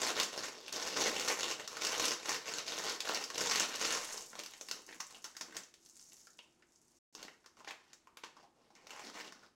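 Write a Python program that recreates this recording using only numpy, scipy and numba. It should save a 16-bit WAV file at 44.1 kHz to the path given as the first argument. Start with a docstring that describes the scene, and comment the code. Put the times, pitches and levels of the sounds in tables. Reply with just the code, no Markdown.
"""A plastic bag crinkles in dense surges as dry noodles are shaken into a wok, close up in a small kitchen.
The heap slides out and settles with snaps and a fine rustle, then the empty bag is crumpled aside.
Film and strands are clumped clicks that ring as damped sines; snaps and ticks are shaped noise bursts.
A gas flame of coloured noise murmurs underneath with a faint hum; the sound drops out once."""
import sys
import numpy as np
from scipy import signal
from scipy.fft import rfft, irfft
from scipy.io import wavfile
from scipy.ndimage import uniform_filter1d
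from numba import njit

SR = 44100
rng = np.random.default_rng(int(sys.argv[2]) if len(sys.argv) > 2 else 0)


def master(y):
    """Save y as 16-bit WAV."""
    cut = np.clip(np.atleast_2d(y).T, -1, 1)
    pcm = np.round(cut * 32767)  # scale
    wavfile.write(sys.argv[1], SR, pcm.astype(np.int16))


N = 421137
T = np.arange(N) / SR  # time of each sample [s]
TOP_HZ = 15900  # upper edge of the whole sound
EMPTY_S, CRUMPLED_S = 4.28, 7.05  # the bag becomes slack, then is crumpled


def undb(db):
    """Decibels to gain."""
    return 10 ** (np.asarray(db) / 20)


def unit(x):
    """Scale to rms 1."""
    return x / np.sqrt(np.mean(x ** 2))


def fade(t, t60):
    """Exponential decay, 60 dB down at t60 [s]."""
    return np.exp(-np.log(1000) * t / max(t60, 1e-4))


def add(track, s, sound):
    """Mix a sound into a track at time s [s]."""
    i = max(int(s * SR), 0)
    track[i:i + len(sound)] += sound[:N - i]


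def split(x, hz):
    """The parts below and above a frequency."""
    return [signal.sosfilt(signal.butter(3, hz, kind, fs=SR, output="sos"), x) for kind in ("low", "high")]


def colour(x, points, size=2048):
    """Causal, minimum-phase filter that follows (frequency [Hz], level [dB]) points."""
    hz, db = np.transpose(points)
    f = np.maximum(np.arange(size // 2 + 1) * SR / size, 1)
    gain = undb(np.interp(np.log(f), np.log(hz), db))
    # folding the cepstrum forward in time makes the filter causal
    cepstrum = irfft(np.log(gain))
    cepstrum[1:size // 2] *= 2
    cepstrum[size // 2 + 1:] = 0
    impulse = irfft(np.exp(rfft(cepstrum)))
    return signal.oaconvolve(x, impulse)[:len(x)]


def resonate(x, hz, width):
    """One resonance, gain 1 at its centre, with a width in Hz."""
    return signal.lfilter(*signal.iirpeak(hz, hz / width, fs=SR), x)


def walk(rate):
    """Random wander: straight lines between normal draws, rate of them per second."""
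    knots = np.arange(0, T[-1] + 1, 1 / rate)
    return np.interp(T, knots, rng.standard_normal(len(knots)))


def gesture(s, length, db, attack, t60):
    """Gain of one movement: it builds up to time s, holds for its length and dies away."""
    rise = np.clip((T - s) / max(attack, 1e-3) + 1, 0, 1)
    return undb(db) * rise ** 2 * fade(np.clip(T - s - length, 0, 2), t60)


@njit
def ring(start, turn, decay, size, count):
    """Sum of damped sines, one for each vibrating facet; turn and decay are per sample."""
    out = np.zeros(count)
    for k in range(len(start)):
        z, p = size[k] + 0j, np.exp(1j * turn[k] - decay[k])
        for i in range(start[k], min(start[k] + int(6 / decay[k]), count)):
            z *= p
            out[i] += z.imag
    return out


def crackle(rate, spread_db, ring_s, clump_db, count=14):
    """Clicks of very uneven size that come in clumps; each rings a handful of facets with their own pitches."""
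    clicks = int(rate * T[-1])
    chance = rng.random((clicks, 2 + 2 * count))
    start = np.repeat((chance[:, 0] * N).astype(np.int64), count)
    click_db = -spread_db * np.log(np.maximum(chance[:, 1], .015))
    size = np.repeat(undb(click_db), count)
    place = .04 + .96 * chance[:, 2:2 + count].ravel()
    hz = TOP_HZ * place ** 2
    # large facets are low and ring longer
    t60 = ring_s * (.5 + chance[:, 2 + count:].ravel()) / np.sqrt(place)
    turn, decay = 2 * np.pi * hz / SR, np.log(1000) / (t60 * SR)
    x = ring(start, turn, decay, size * np.sqrt(place / t60), N)
    x = x * undb(clump_db * walk(45))
    # level the crackle over short stretches, so that each movement's own level sets its loudness
    nearby_power = uniform_filter1d(x ** 2, size=3000)
    return x / np.sqrt(nearby_power + np.mean(x ** 2) / 100)


def buckle(x, lo_hz, hi_hz, depth_db, rate, count=6):
    """The colour of the film keeps shifting, as several broad resonances wander independently in level."""
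    out = x
    for hz in np.geomspace(lo_hz, hi_hz, count):
        out = out + resonate(x, hz, hz / 3) * (undb(depth_db * walk(rate)) - 1)
    return out


# film of the full bag and of the slack bag, as spectra: (frequency [Hz], relative level [dB])
FULL_BAG_SPECTRUM = [(25, -26), (60, -18.5), (110, -17.5), (170, -13), (300, -5.5), (460, 0.5), (700, -3),
                     (1200, -4), (3200, -4), (5000, -2.5), (6500, -1), (8500, -17), (12000, -20),
                     (16000, -29.5)]
EMPTY_BAG_SPECTRUM = [(40, -22), (110, -17), (200, -3.5), (400, -1.5), (800, 1), (1300, -3.5), (2300, -3.5),
                      (3500, -5), (5700, -3.5), (7200, -8), (8500, -18), (16000, -28)]
# shakes and squeezes of the bag, levels before the trims of each stage:
# (time [s], length [s], crinkle level [dB], low flexing relative to crinkle [dB])
SQUEEZES = [(0.0, 0.1, -35, -9), (0.167, 0.061, -36, -7.5), (0.334, .15, -43, -6.5),
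            (0.729, 0.2, -41.5, -6), (0.969, .13, -35, -5), (1.13, 0.15, -39, -6),
            (1.254, 0.072, -34.5, -11), (1.378, 0.14, -39, -7), (1.597, .005, -44.5, -7),
            (1.71, 0.13, -47.5, -5.5), (1.811, .15, -39, -8.5), (1.982, .105, -36, -4),
            (2.093, 0.028, -37, -10.5), (2.235, 0.041, -42, -9.5), (2.286, 0.062, -36.5, -9.5),
            (2.467, 0.13, -41.5, -7.5), (2.673, 0.14, -42, -7.5), (2.813, .12, -39.5, -8),
            (3.054, 0.13, -41, -7), (3.21, .02, -44.5, -8), (3.344, 0.034, -44.5, -4),
            (3.396, 0.13, -36, -6.5), (3.525, .11, -33.5, -10.5), (3.684, 0.12, -43.5, -7.5),
            (3.811, .155, -36.5, -10), (3.984, 0.15, -46.5, -10), (4.315, 0.045, -52.5, -6),
            (4.383, 0.0099, -43.5, -3.5), (4.45, 0.13, -54.5, -17), (4.678, 0.096, -56.5, -2),
            (4.881, 0.06, -53.5, -2.5), (5.098, 0.068, -58, -2.5), (5.251, .02, -52, -9),
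            (5.417, 0.12, -59, -2), (5.547, 0.026, -46, -6.5), (7.177, 0.078, -56.5, 2.5),
            (7.582, 0.018, -60, -2), (7.682, 0.02, -49.5, -8), (7.8, 0.12, -71, -15),
            (8.242, 0.0059, -53, -14), (8.357, 0.068, -70.5, 4.5), (8.55, 0.19, -78, 7.5),
            (8.752, 0.12, -68, 2.5), (8.897, .06, -53.5, -6), (8.966, .13, -50.5, -5.5),
            (9.148, .06, -46.5, -6.5), (9.239, 0.037, -53, -7), (9.33, 0.13, -66.5, 2)]
# the film tightens quickly and relaxes more slowly
SQUEEZE_ATTACK_S, SQUEEZE_T60_S, FLEX_T60_S = 0.026, 0.14, .17
# the full bag never rests in the hand (levels before the trims)
HELD_DB, HELD_FLEX_DB = -55.5, -58.5


def bag(span, spectrum, rate, spread_db, crinkle_db, flex_db, held=0):
    """Each squeeze within the span makes creases crackle in the treble while whole panels flex lower down."""
    high, low = held * undb(HELD_DB), held * undb(HELD_FLEX_DB)
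    for s, length, db, share_db in SQUEEZES:
        if span[0] <= s < span[1]:
            high = np.maximum(high, gesture(s, length, db, SQUEEZE_ATTACK_S, SQUEEZE_T60_S))
            low = np.maximum(low, gesture(s, length, db + share_db, SQUEEZE_ATTACK_S, FLEX_T60_S))
    creases = crackle(rate, spread_db, ring_s=0.0041, clump_db=1.5)
    flex, crinkle = split(colour(creases, spectrum), 917)
    flex = buckle(flex, 200, 740, depth_db=2.5, rate=14)
    crinkle = buckle(crinkle, 1200, 5000, depth_db=2.5, rate=25)
    return unit(crinkle) * high * undb(crinkle_db) + unit(flex) * low * undb(flex_db)


# gas flame spectrum: (frequency [Hz], relative level [dB])
BURNER_SPECTRUM = [(25, -17.5), (56, -6.5), (80, -10.5), (150, -7.5), (200, -5.5), (260, -8), (345, 0),
                   (400, -7), (480, -10), (900, -12), (2000, -19.5), (6000, -23), (9000, -25.5),
                   (16000, -42.5)]
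BURNER_DB = -76  # level about which the flame flutters


def burner():
    """The gas flame, a soft flutter of noise."""
    flame = unit(colour(rng.standard_normal(N), BURNER_SPECTRUM))
    return flame * undb(BURNER_DB + 1.2 * walk(23))


# faint kitchen hum, levels before the trim: (frequency [Hz], level [dB])
HUM_TONES = [(150.7, -96.5), (242.2, -87), (339.1, -87.5)]
HUM_TRIM_DB = -1


def hum():
    """A few faint tones that waver in pitch and strength."""
    out = np.zeros(N)
    for hz, db in HUM_TONES:
        gain = np.sqrt(2) * undb(db + HUM_TRIM_DB + 2.5 * walk(9))
        phase = 2 * np.pi * np.cumsum(hz * (1 + 0.0055 * walk(5.1))) / SR
        out = out + gain * np.sin(phase)
    return out


# general colour of a snap: (frequency [Hz], relative level [dB])
SNAP_SPECTRUM = [(60, -11.5), (170, -6), (350, 4), (1300, 8.5), (3500, -2), (6200, 2), (7200, -4),
                 (8500, -10), (12000, -14), (16000, -20)]
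# single creases and strands giving way, levels before the trims:
# (time [s], level [dB], low part relative to high part [dB], pitch of the crack [Hz], t60 of the shiver [s])
SNAPS = [(0.1988, -14.5, -25, 4070, .012), (0.231, -19.5, -30, 6560, .014),
         (0.68, -31.5, -11.5, 3020, .017), (0.7254, -25.5, -24, 5600, .011),
         (0.8744, -29.5, -8.5, 5170, .016), (0.967, -26, -9, 5670, .014), (1.0166, -24, -14, 5760, .012),
         (1.1963, -22.5, -18.5, 6100, .014), (1.2825, -18.5, -26, 4900, .018),
         (1.676, -27, -20, 6500, 0.013), (1.7686, -29.5, -7, 5650, .014), (1.819, -28, -7.5, 4780, .012),
         (1.8485, -20, -20, 2850, 0.0083), (1.868, -21.5, -17, 6520, .014), (1.92, -25, -15, 5390, .012),
         (1.9966, -20, -9.5, 6400, 0.011), (2.0534, -18, -27, 5500, .019), (2.0807, -18.5, -32, 5450, .014),
         (2.292, -20.5, -12, 6000, .015), (2.785, -26, -19, 5730, .014), (2.8952, -25, -23, 5060, .01),
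         (3.004, -21.5, -23, 4530, 0.011), (3.089, -24.5, -24, 2940, 0.016),
         (3.1458, -20.5, -23, 5000, .018), (3.239, -24.5, -31, 5060, .013),
         (3.3013, -30, -8.5, 6010, 0.025), (3.3796, -21, -16, 5850, .011), (3.407, -22, -17, 5450, .015),
         (3.5134, -21.5, -19, 5710, .019), (3.597, -14.5, -38, 5960, .0095),
         (3.7567, -26.5, -26, 6500, .008), (4.1765, -29.5, -20, 5200, .017),
         (4.3915, -28.5, -17, 7100, 0.013), (4.4352, -33, -31, 2950, .015), (4.4604, -32, -19, 5260, 0.016),
         (4.536, -38.5, -25, 5070, .011), (4.6109, -30, -15.5, 6300, 0.013),
         (4.686, -31.5, -20, 4680, .012), (4.712, -21.5, -18, 5070, 0.012), (5.003, -26, -17, 5900, 0.028),
         (5.1088, -43, -15, 6590, .015), (5.242, -29, -19, 5950, 0.055), (5.3665, -32, -18.5, 6310, .012),
         (5.41, -26, -14.5, 5830, .042), (5.5667, -25.5, -20, 6500, 0.012), (5.634, -41, -26, 6210, .016),
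         (5.74, -43, -24, 7500, .018), (5.8597, -45.5, -23, 7500, .015), (5.9946, -43.5, -29, 6430, .014),
         (6.12, -44.5, -26, 6240, .014), (7.15, -34, -16, 5360, .011), (7.228, -33, -14, 4310, 0.016),
         (7.281, -47.5, 3, 3370, .012), (7.4601, -42.5, -11.5, 5860, 0.02), (7.646, -44, -4, 2920, .018),
         (7.6744, -46.5, 6.5, 2520, .014), (7.7082, -36, -5, 2680, .012), (7.9314, -39.5, -18, 6140, .0064),
         (8.1706, -38, -11.5, 2500, .0093), (8.2358, -40.5, 0.5, 3540, .025),
         (8.7518, -47, -18, 6100, .012), (8.8688, -40, -10, 5150, .022), (8.9055, -35.5, -13, 2900, .023),
         (9.3227, -40.5, -7.5, 5460, 0.019)]


def snaps():
    """A sharp crack, then a brief shiver of the film around it; every crease has its own pitch."""
    out, t = np.zeros(N), np.arange(SR // 10) / SR
    for s, db, low_db, hz, t60 in SNAPS:
        # the fold runs along the crease, so the crack takes a moment to build
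        build = 1 - fade(t, 0.0046)
        shape = (fade(t, 0.0047) + undb(-9) * fade(t, t60)) * build
        shape = shape + undb(-30.0) * fade(t, 0.15)
        # the instant at which the fold flips
        shape = shape + undb(-4.5) * fade(abs(t - .002), .0012)
        burst = colour(rng.standard_normal(len(t)) * shape, SNAP_SPECTRUM)
        burst = burst + 1.2 * resonate(burst, hz, hz / 3)
        low, high = split(burst, 2540)
        add(out, s, undb(db - 26.5) * (unit(high) + undb(low_db + 8.0) * unit(low)))
    return out


# rubbing strands, as a spectrum: (frequency [Hz], relative level [dB])
STRAND_SPECTRUM = [(1500, -23), (3500, -19.5), (5000, -6), (6700, 0.5), (8500, -9), (11000, -14.5),
                   (16000, -26)]
# shifts of the heap, as it slides out and is patted down, levels before the trim:
# (time [s], length [s], level [dB])
SHIFTS = [(3.816, 0.31, -48.5), (4.378, 0.73, -62), (5.25, 0.29, -69.5), (5.85, 0.09, -64.5),
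          (5.954, 0.27, -62), (6.38, 0.11, -76), (6.717, 0.5, -73.5)]
# a longer slide takes longer to come to rest
SHIFT_ATTACK_S, SHIFT_T60_S, SLIDE_T60_S_PER_S = 0.12, 0.33, 2.1


def strands():
    """Brittle strands scrape over each other in tiny bright ticks."""
    motion = np.zeros(N)
    for s, length, db in SHIFTS:
        t60 = SHIFT_T60_S + SLIDE_T60_S_PER_S * length
        motion = np.maximum(motion, gesture(s, length, db, SHIFT_ATTACK_S, t60))
    rubbing = crackle(rate=800, spread_db=5.0, ring_s=0.0018, clump_db=4.0)
    return unit(colour(rubbing, STRAND_SPECTRUM)) * motion * undb(-2.5)


# hollow ticks and scuffs of bent film, levels before the trim:
# (time [s], level [dB], pitch [Hz], t60 [s])
TICKS = [(4.331, -41, 1460, 0.01), (4.362, -47, 1190, .02), (4.388, -39.5, 597, 0.011),
         (4.89, -40.5, 1860, 0.015), (4.927, -41, 1900, 0.017), (5.001, -35.5, 1120, .03),
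         (5.146, -42, 2960, .039), (5.351, -48, 1900, 0.022), (5.524, -44, 1700, .04),
         (6.271, -49, 1480, 0.033), (6.389, -40.5, 2890, .025), (6.392, -52, 1000, 0.023),
         (6.623, -54.5, 1910, 0.035), (7.443, -54, 1400, 0.054), (7.569, -50, 1080, .03),
         (7.604, -46, 1090, .023), (7.708, -42, 2450, 0.017), (8.072, -47.5, 1050, .008),
         (8.367, -45.5, 1030, 0.076), (8.428, -48, 790, 0.22), (8.703, -51.5, 790, 0.085),
         (8.755, -50, 2200, .3), (9.43, -48, 1500, .11)]


def ticks():
    """A small taut panel pops over with a faint crack and rings in one broad resonance."""
    out, t = np.zeros(N), np.arange(SR // 6) / SR
    for s, db, hz, t60 in TICKS:
        push = rng.standard_normal(len(t)) * fade(t, t60)
        width = 0.36 * hz
        tone = resonate(resonate(push, hz, width), hz, width)
        crack = colour(rng.standard_normal(len(t)) * fade(t, t60 / 2), EMPTY_BAG_SPECTRUM)
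        add(out, s, undb(db - 26.0) * (unit(tone) + undb(-5.5) * unit(crack)))
    return out


BOWL_LOW_HZ = 910  # the bowl is too small to throw back longer waves


def bowl(x, db, t60):
    """The steel bowl throws each crack straight back, a fixed cluster of very short echoes."""
    t = np.arange(SR // 25) / SR
    scatter = rng.standard_normal(len(t)) * fade(t, t60) * (t > .001)
    echoes = split(scatter, BOWL_LOW_HZ)[1]
    return x + undb(db) * signal.oaconvolve(x, unit(echoes))[:N] / np.sqrt(len(t))


def linger(power, t60):
    """Energy that is stored and leaks away, 60 dB down at t60."""
    keep = fade(2 / SR, t60)
    return signal.lfilter([1 - keep], [1, -keep], power)


# tail of the kitchen: (frequency [Hz], t60 [s])
KITCHEN_TAIL = [(200, 0.39), (1500, 0.41), (10000, 0.31)]


def kitchen(x, early_db, early_t60, late_db, count=28):
    """Diffuse echoes, band by band: a quick flurry from pan and stove, then the tail of the room."""
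    edges = np.geomspace(120, TOP_HZ, count)
    hz, t60s = np.transpose(KITCHEN_TAIL)
    air, out = rng.standard_normal(N), x
    for lo, hi in zip(edges, edges[1:]):
        band = signal.butter(3, [lo, hi], "band", fs=SR, output="sos")
        power = signal.sosfilt(band, x + 1e-9 * air) ** 2
        t60 = np.interp(np.log(lo), np.log(hz), t60s)
        echoes = undb(2 * early_db) * linger(power, early_t60) + undb(2 * late_db) * linger(power, t60)
        # the stored energy sets the loudness of steady noise in this band
        out = out + np.sqrt(echoes) * unit(signal.sosfilt(band, air))
    return out


# resonances of the air in the wok and the bag: (frequency [Hz], width [Hz], level [dB])
HOLLOW_MODES = [(232, 96, -6.5), (310, 17, -4), (454, 63, -5.5), (797, 28, -9), (1048, 86, -13),
                (1920, 92, -13), (2790, 52, -18.5), (5600, 60, -9.5)]


def hollow(x):
    """The air in the wok and the bag favours a few pitches."""
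    return x + sum(undb(db) * resonate(x, hz, width) for hz, width, db in HOLLOW_MODES)


HELD_LEAD_S = 0.046  # the weight leaves the bag just before it is empty
SHADE_HZ, SHADE_DB = 8000, -1  # put aside, the crumpled bag loses some treble


def scene():
    """Bag, noodles and flame in the kitchen: the bag is first full, then slack, then crumpled."""
    held = fade(np.clip(T - EMPTY_S + HELD_LEAD_S, 0, 2), SQUEEZE_T60_S)
    pour = bag((-np.inf, EMPTY_S), FULL_BAG_SPECTRUM, rate=650, spread_db=3.5,
               crinkle_db=-3.5, flex_db=-5, held=held)
    empty = bag((EMPTY_S, CRUMPLED_S), EMPTY_BAG_SPECTRUM, rate=340, spread_db=4.5,
                crinkle_db=-7.5, flex_db=-7.5)
    crumple = bag((CRUMPLED_S, np.inf), EMPTY_BAG_SPECTRUM, rate=800, spread_db=3.0,
                  crinkle_db=-4, flex_db=-7.0)
    film = pour + empty + crumple + snaps() + ticks()
    treble = signal.sosfiltfilt(signal.butter(2, SHADE_HZ, "high", fs=SR, output="sos"), film)
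    film = film + treble * (undb(SHADE_DB) - 1) * (T > CRUMPLED_S)
    near = bowl(film + strands(), db=-7.5, t60=0.065)
    room = kitchen(near, early_db=-4.5, early_t60=0.094, late_db=-3)
    return (hollow(room) + burner() + hum())[None]


# the moment of silence: (start [s], end [s])
DROPOUT = (6.988, 7.126)
SOFT_PEAK = .14  # amplitude that rounded peaks approach


def record(dry):
    """The phone rounds the sharpest peaks, drops out for a moment and cuts the top."""
    running = (T < DROPOUT[0]) | (T > DROPOUT[1])
    rounded = SOFT_PEAK * np.tanh(dry / SOFT_PEAK)
    top_cut = signal.ellip(10, .2, 70, TOP_HZ, fs=SR, output="sos")
    return signal.sosfilt(top_cut, rounded * running)


dry = scene()
out = record(dry)
master(out)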